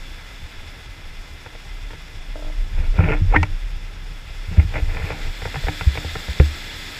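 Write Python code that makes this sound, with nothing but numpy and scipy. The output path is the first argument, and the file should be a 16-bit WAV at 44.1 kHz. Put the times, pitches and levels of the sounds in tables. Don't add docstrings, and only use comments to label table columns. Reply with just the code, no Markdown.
import sys
import numpy as np
from scipy import signal
from scipy.fft import rfft, irfft, next_fast_len
from scipy.io import wavfile
from scipy.ndimage import map_coordinates

SR = 44100
rng = np.random.default_rng(int(sys.argv[2]) if len(sys.argv) > 2 else 0)


def wrap_up_sound(samples):
    columns = np.atleast_2d(samples).T
    tamed = np.clip(columns, -1, 1)
    steps = np.round(tamed * 32767).astype(np.int16)
    wavfile.write(sys.argv[1], SR, steps)


N = 308259
TIME = np.arange(N) / SR

# f/Hz, turned away/dB, facing the foam/dB
RUSH_SPECTRUM = [(181, -77.5, -70), (388, -81, -74), (1100, -82.5, -77), (1860, -82, -71), (2600, -81, -73),
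                 (4130, -89.5, -75.5), (6000, -92, -83.5), (7840, -100.5, -86.5), (8600, -98, -90.5),
                 (13900, -105.7, -93)]
# t/s, facing the foam/0-1
HEADING = [(0, 0.15), (1.0, 0.04), (2.0, 0.05), (3.0, 0.09), (4.0, 0), (4.5, 0.15), (4.9, 0.31),
           (5.3, 0.55), (5.8, 0.99), (6.3, 0.99), (7.0, 1.0)]
# f/Hz, width/Hz, gain/dB
WALL_RESONANCES = [(292, 30, 3.5), (846, 87, 2), (1204, 110, -4.5), (1310, 160, 4.5), (1677, 140, 4),
                   (2050, 76, 8.5), (2400, 210, 2.5), (3080, 43, -9.5), (3473, 320, 8.5), (4880, 260, 4),
                   (5380, 510, 5.5), (5950, 250, -5.5), (7130, 650, 3), (7860, 660, 4.5), (8770, 400, -6),
                   (13100, 570, 4), (13550, 550, -4)]
# t/s, relative level/dB
SWAY_LEVELS = [(0.0, -34.5), (0.31, -44), (1.17, -38.5), (1.52, -44.5), (1.79, -37), (1.93, -38),
               (2.12, -35.5), (2.72, -24), (2.92, -24), (3.33, -20.5), (3.46, -24), (4.26, -34.5),
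               (4.44, -34.5), (4.65, -31), (5.14, -33), (5.39, -36.5), (6.43, -39.5), (6.99, -43.5)]
# f/Hz, relative density/dB
GRIP_SPECTRUM = [(10, -36), (20, -15), (45, 1.5), (85, 3), (115, -6), (160, -9), (220, -30.5), (400, -23),
                 (900, -66)]
# t/s, relative level/dB, high edge f/Hz
GRIP_TICKS = [(1.461, -34, 2800), (1.551, -37, 2000), (1.652, -35.5, 850), (1.905, -34, 1800),
              (1.932, -34.5, 2000), (2.988, -18.5, 1770), (3.004, -21.5, 2400), (3.041, -23, 2700),
              (3.339, -14.5, 990), (3.43, -16, 3660), (4.595, -24, 3220), (4.74, -25, 2280),
              (4.755, -21, 2490), (5.103, -25, 1900), (5.119, -28, 2900), (5.42, -27, 1850),
              (5.453, -22, 2010), (5.474, -29.5, 1700), (5.542, -24, 2100), (5.557, -24, 2170),
              (5.637, -28, 2600), (5.669, -22.5, 2000), (5.683, -16.5, 2490), (5.809, -22, 2400),
              (5.953, -26.5, 1800), (5.974, -21, 2500), (6.045, -24.5, 734), (6.154, -23, 2000),
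              (6.282, -29.5, 1100), (6.398, -18.5, 2820)]
# f/Hz, relative level/dB, t60/s
CASE_MODES = [(301, -14, 0.35), (465, -0.5, 0.027), (514, -14.5, 0.083), (623, -3, 0.026),
              (775, -7.5, 0.049), (890, -4, 0.019), (1402, -3.5, 0.02), (1550, 1, 0.0019),
              (1777, -13, 0.041), (2186, 12, 0.0039), (2464, -5, 0.014)]
# f/Hz, level/dB, t60/s
UPPER_POLE_MODES = [(154, -60, 0.23), (164.1, -11.5, 0.18), (325.6, -15, 0.12)]
# t/s, level/dB
CREAK_STEPS = [(2.357, -28.5), (2.376, -37), (2.393, -33), (2.424, -31.5), (2.447, -36), (2.467, -35),
               (2.483, -37), (2.499, -35)]
# f/Hz, level/dB, t60/s
JOINT_MODES = [(302, -11.5, 0.33), (483, -5, 0.027), (612, 2, 0.042), (670, -29, 0.022), (865, -10, 0.043),
               (1340, 4, 0.017)]
# t/s, push/dB, f/Hz, rise/s, tail/dB, knock on upper modes/dB
HAND_THUMPS = [(2.722, -26, 70, .017, -21, -31), (2.783, -15, 70.7, .017, -24, -20),
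               (2.983, -2.5, 88, 0.015, -8.5, 0), (3.031, -23, 89, 0.011, -25, -3.5),
               (3.208, -13, 92, 0.013, -6.5, -8), (3.361, -26, 90, 0.024, -4.5, -8.5),
               (3.408, -11, 83.4, 0.016, -18, -12), (4.475, -21.5, 85.5, .016, -41, -28),
               (4.512, -16.5, 93, 0.0058, -27, -12), (4.573, 0, 75.4, 0.019, -7, -3.5),
               (4.634, -22, 98.4, .012, -18, -19), (4.815, -12.5, 66, 0.015, -35, -23),
               (4.942, -16, 30.8, .037, -36, -23), (5.032, -19, 85.8, 0.011, -26, -16.5),
               (5.562, -23, 141, 0.02, -40, -29), (5.639, -17, 71, 0.012, -32, -30),
               (5.864, -2.5, 68, .014, -12, -13.5), (6.048, -23, 81, 0.0038, -18, -31),
               (6.278, -18.5, 65.5, 0.025, -37, -18), (6.399, 3, 72.8, 0.0066, -3, -24)]
# t/s, length/s, relative end level/dB, treble/dB
HAND_SLIDES = [(2.768, 0.079, -34.5, -2), (2.969, 0.1, -25, -5), (3.094, 0.034, -17.5, -3.5),
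               (3.343, 0.0097, -18.5, -2), (3.424, .025, -44, 3), (4.517, 0.092, -38, 3),
               (4.744, 0.04, -28.5, -0.5), (4.894, 0.085, -32, 0), (5.014, .105, -32.5, 2),
               (5.15, 0.13, -37.5, .5)]
# t/s, level/dB
HARD_BUMPS = [(3.106, -13.5), (6.4, -1)]
# f/Hz, level/dB, t60/s
BODY_MODES = [(127, 0, 0.072), (309, -23, 0.19), (372, -12.5, 0.038), (426, -6, 0.035), (504, -7.5, 0.057)]
# t/s, f/Hz, level/dB
SQUEAK_GLIDE = [(3.322, 600, -45), (3.345, 960, -14.5), (3.353, 1380, -26), (3.363, 1853, -7.5),
                (3.372, 2050, -18), (3.39, 2050, -74)]
# t/s, ring/dB, crack/dB
MOUNT_SNAPS = [(3.361, -9.5, -46), (3.4296, -34, -22)]
# f/Hz, level/dB, t60/s
MOUNT_MODES = [(303, -3.5, 0.11), (940, -5.5, 0.053), (1860, -12, 0.22), (2100, -21, 0.071),
               (2400, -21, 0.062), (2800, -34, 0.26)]


def from_db(db):
    return 10 ** (np.asarray(db) / 20)


def unit_rms(x):
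    return x / np.sqrt(np.mean(x ** 2) + 1e-20)


def in_time(rows):
    t_s, *columns = np.transpose(rows)
    return [np.interp(TIME, t_s, c) for c in columns]


def at_hz(rows, hz):
    knots_hz, *columns = np.transpose(rows)
    return [np.interp(np.log(hz + 1), np.log(knots_hz), c) for c in columns]


def cut(x, hz, kind, order=2):
    return signal.sosfilt(signal.butter(order, hz, kind, fs=SR, output="sos"), x + 1e-18)


def colour(x, db_at):
    size = next_fast_len(N)
    return irfft(rfft(x, size) * from_db(db_at(np.fft.rfftfreq(size, 1 / SR))), size)[:N]


def drift(rate_hz):
    return unit_rms(map_coordinates(rng.standard_normal(4096), [TIME * rate_hz], order=2, mode="wrap"))


def clicks(rows):
    out = np.zeros(N)
    for t_s, level_db in rows:
        out[round(t_s * SR)] += from_db(level_db)
    return out


def ring(force, modes):
    out = np.zeros(N)
    for hz, level_db, t60_s in modes:
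        radius = from_db(-60 / (t60_s * SR))
        real = radius * np.cos(2 * np.pi * hz / SR)
        out += from_db(level_db) * signal.lfilter([1, -real], [1, -2 * real, radius ** 2], force + 1e-18)
    return out


def ring_case(force):
    body_gain = np.sqrt(np.sum(ring(TIME == 0, CASE_MODES) ** 2))
    body = ring(force, CASE_MODES) / body_gain
    return cut(cut(body, 2570, "low", order=8), 204, "high")


def shake_pole(pushes, t60_s=0.31):
    out = np.zeros(N)
    for t_s, push_db, hz, rise_s, tail_db, _ in pushes:
        start = round(t_s * SR)
        t = TIME[:min(SR // 2, N - start)]
        onset = (t / rise_s) ** 2
        push = from_db(push_db) * onset * np.exp(1 - onset)
        tail = from_db(tail_db - 60 * t / t60_s) * (1 - np.exp(-onset))
        out[start:start + len(t)] += np.hypot(push, tail) * np.sin(2 * np.pi * hz * t)
    knocks = clicks([(t_s, knock_db) for t_s, *_, knock_db in pushes])
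    return out + ring(cut(knocks, 236, "low", order=4), UPPER_POLE_MODES)


def slide(start_s, length_s, end_db, attack_s=0.022, swell_db=5.5, release_s=0.021):
    early_s = np.maximum(start_s - TIME, 0)
    late_s = np.maximum(TIME - start_s - length_s, 0)
    to_go = np.clip((start_s + length_s - TIME) / length_s, 0, 1)
    fade = np.exp(-np.minimum(early_s / attack_s + late_s / release_s, 20))
    return from_db(end_db - swell_db * to_go) * fade


def spray(splashes_per_s=900, spread_db=3.5, splash_gain=0.31, churn_db=1.0):
    sizes = from_db(spread_db * np.minimum(rng.exponential(1, N), 4)) * rng.choice([-1, 1], N)
    splashes = unit_rms(sizes * (rng.random(N) < splashes_per_s / SR))
    rest = rng.standard_normal(N) + splash_gain * splashes
    out = np.zeros(N)
    for edge_hz in (500, 1000, 2000, 4000, 8000):
        band = signal.sosfiltfilt(signal.butter(2, edge_hz, fs=SR, output="sos"), rest)
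        out += band * from_db(churn_db * drift(35))
        rest -= band
    return unit_rms(out + rest * from_db(churn_db * drift(35)))


def whitewater():
    def walls_db(hz):
        return sum(db / (1 + (2 * (hz - centre_hz) / width_hz) ** 2)
                   for centre_hz, width_hz, db in WALL_RESONANCES)

    rush = colour(spray() * np.sqrt(SR / 2), walls_db)
    away = colour(rush, lambda hz: at_hz(RUSH_SPECTRUM, hz)[0])
    towards = colour(rush, lambda hz: at_hz(RUSH_SPECTRUM, hz)[1])
    facing, = in_time(HEADING)
    return cut(away + facing * (towards - away), 77, "high")


def pole_sway(mode_hz=30.25, wander=0.139, gain_db=2.5, flutter_db=4.5):
    sway_db, = in_time(SWAY_LEVELS)
    hz = mode_hz * (1 + wander * drift(22))
    bending = np.sqrt(2) * np.sin(2 * np.pi * np.cumsum(hz) / SR)
    return from_db(sway_db + gain_db + flutter_db * drift(20)) * bending


def grip_rumble(hold_db=-41, sway_db_per_db=0.38, slide_db=-9, slide_db_per_db=0.64, flutter_db=3.0):
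    sway_db, = in_time(SWAY_LEVELS)
    holding = from_db(hold_db + sway_db_per_db * (sway_db - sway_db.mean()))
    pressure = sum(slide(t_s, length_s, end_db) for t_s, length_s, end_db, _ in HAND_SLIDES)
    sliding = from_db(slide_db) * pressure ** slide_db_per_db
    envelope = np.hypot(holding, sliding) * from_db(flutter_db * drift(18))
    rumble = unit_rms(colour(rng.standard_normal(N), lambda hz: at_hz(GRIP_SPECTRUM, hz)[0]))
    return envelope * cut(rumble, 870, "low")


def ticks(gain_db=6.0, decay_s=0.0047, low_hz=330, nudge_hz=87.3, rise_s=0.011, tail_db=-17, knock_db=3):
    force = np.zeros(N)
    t = TIME[:SR // 10]
    for t_s, level_db, high_hz in GRIP_TICKS:
        start = round(t_s * SR)
        slip = rng.choice([-1, 1], len(t)) * np.exp(-t / decay_s)
        slip = cut(cut(slip, high_hz, "low", order=3), low_hz, "high")
        force[start:start + len(t)] += from_db(level_db + gain_db) * slip
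    nudges = [(t_s, db, nudge_hz, rise_s, db + tail_db, db + knock_db) for t_s, db, _ in GRIP_TICKS]
    return ring_case(force) + shake_pole(nudges)


def creak():
    return cut(ring(clicks(CREAK_STEPS), JOINT_MODES), 1000, "low", order=4)


def thumps():
    return shake_pole(HAND_THUMPS)


def rubs(gain_db=0.5, rough_db=3.5, pole_db=-20):
    friction = unit_rms(rng.standard_normal(N) * from_db(rough_db * drift(500)))
    dull = cut(friction, 760, "low", order=1)
    treble = friction - dull
    force = sum(slide(t_s, length_s, end_db + gain_db) * (dull + from_db(treble_db) * treble)
                for t_s, length_s, end_db, treble_db in HAND_SLIDES)
    pole = ring(cut(force, 152, "low", order=4), UPPER_POLE_MODES)
    return ring_case(force) + from_db(pole_db) * pole


def bumps():
    return cut(ring(clicks(HARD_BUMPS), BODY_MODES), 462, "low", order=6)


def squeak(half_width_hz=220):
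    hz, level_db = in_time(SQUEAK_GLIDE)
    unsteady = cut(rng.standard_normal(N) + 1j * rng.standard_normal(N), half_width_hz, "low")
    band = unit_rms(np.real(unsteady * np.exp(2j * np.pi * np.cumsum(hz) / SR)))
    slipping = (TIME > SQUEAK_GLIDE[0][0]) & (TIME < SQUEAK_GLIDE[-1][0])
    return from_db(level_db) * band * slipping


def snaps(decay_s=0.0037):
    catches = clicks([(t_s, ring_db) for t_s, ring_db, _ in MOUNT_SNAPS])
    envelope = sum(from_db(crack_db) * (TIME >= t_s) * np.exp(-np.clip((TIME - t_s) / decay_s, 0, 20))
                   for t_s, _, crack_db in MOUNT_SNAPS)
    cracks = cut(envelope * rng.standard_normal(N), 6300, "low", order=4)
    return cut(ring(catches, MOUNT_MODES), 2070, "low", order=4) + cracks


def scene():
    bed = whitewater() + pole_sway() + grip_rumble()
    handling = ticks() + creak() + thumps() + rubs() + bumps() + squeak() + snaps()
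    return (bed + handling)[None]


def record(dry, ceiling=0.97, cutoff_hz=15200):
    rounded = dry / (1 + (dry / ceiling) ** 8) ** (1 / 8)
    return signal.sosfilt(signal.ellip(14, .1, 80, cutoff_hz, fs=SR, output="sos"), rounded)


dry = scene()
out = record(dry)
wrap_up_sound(out)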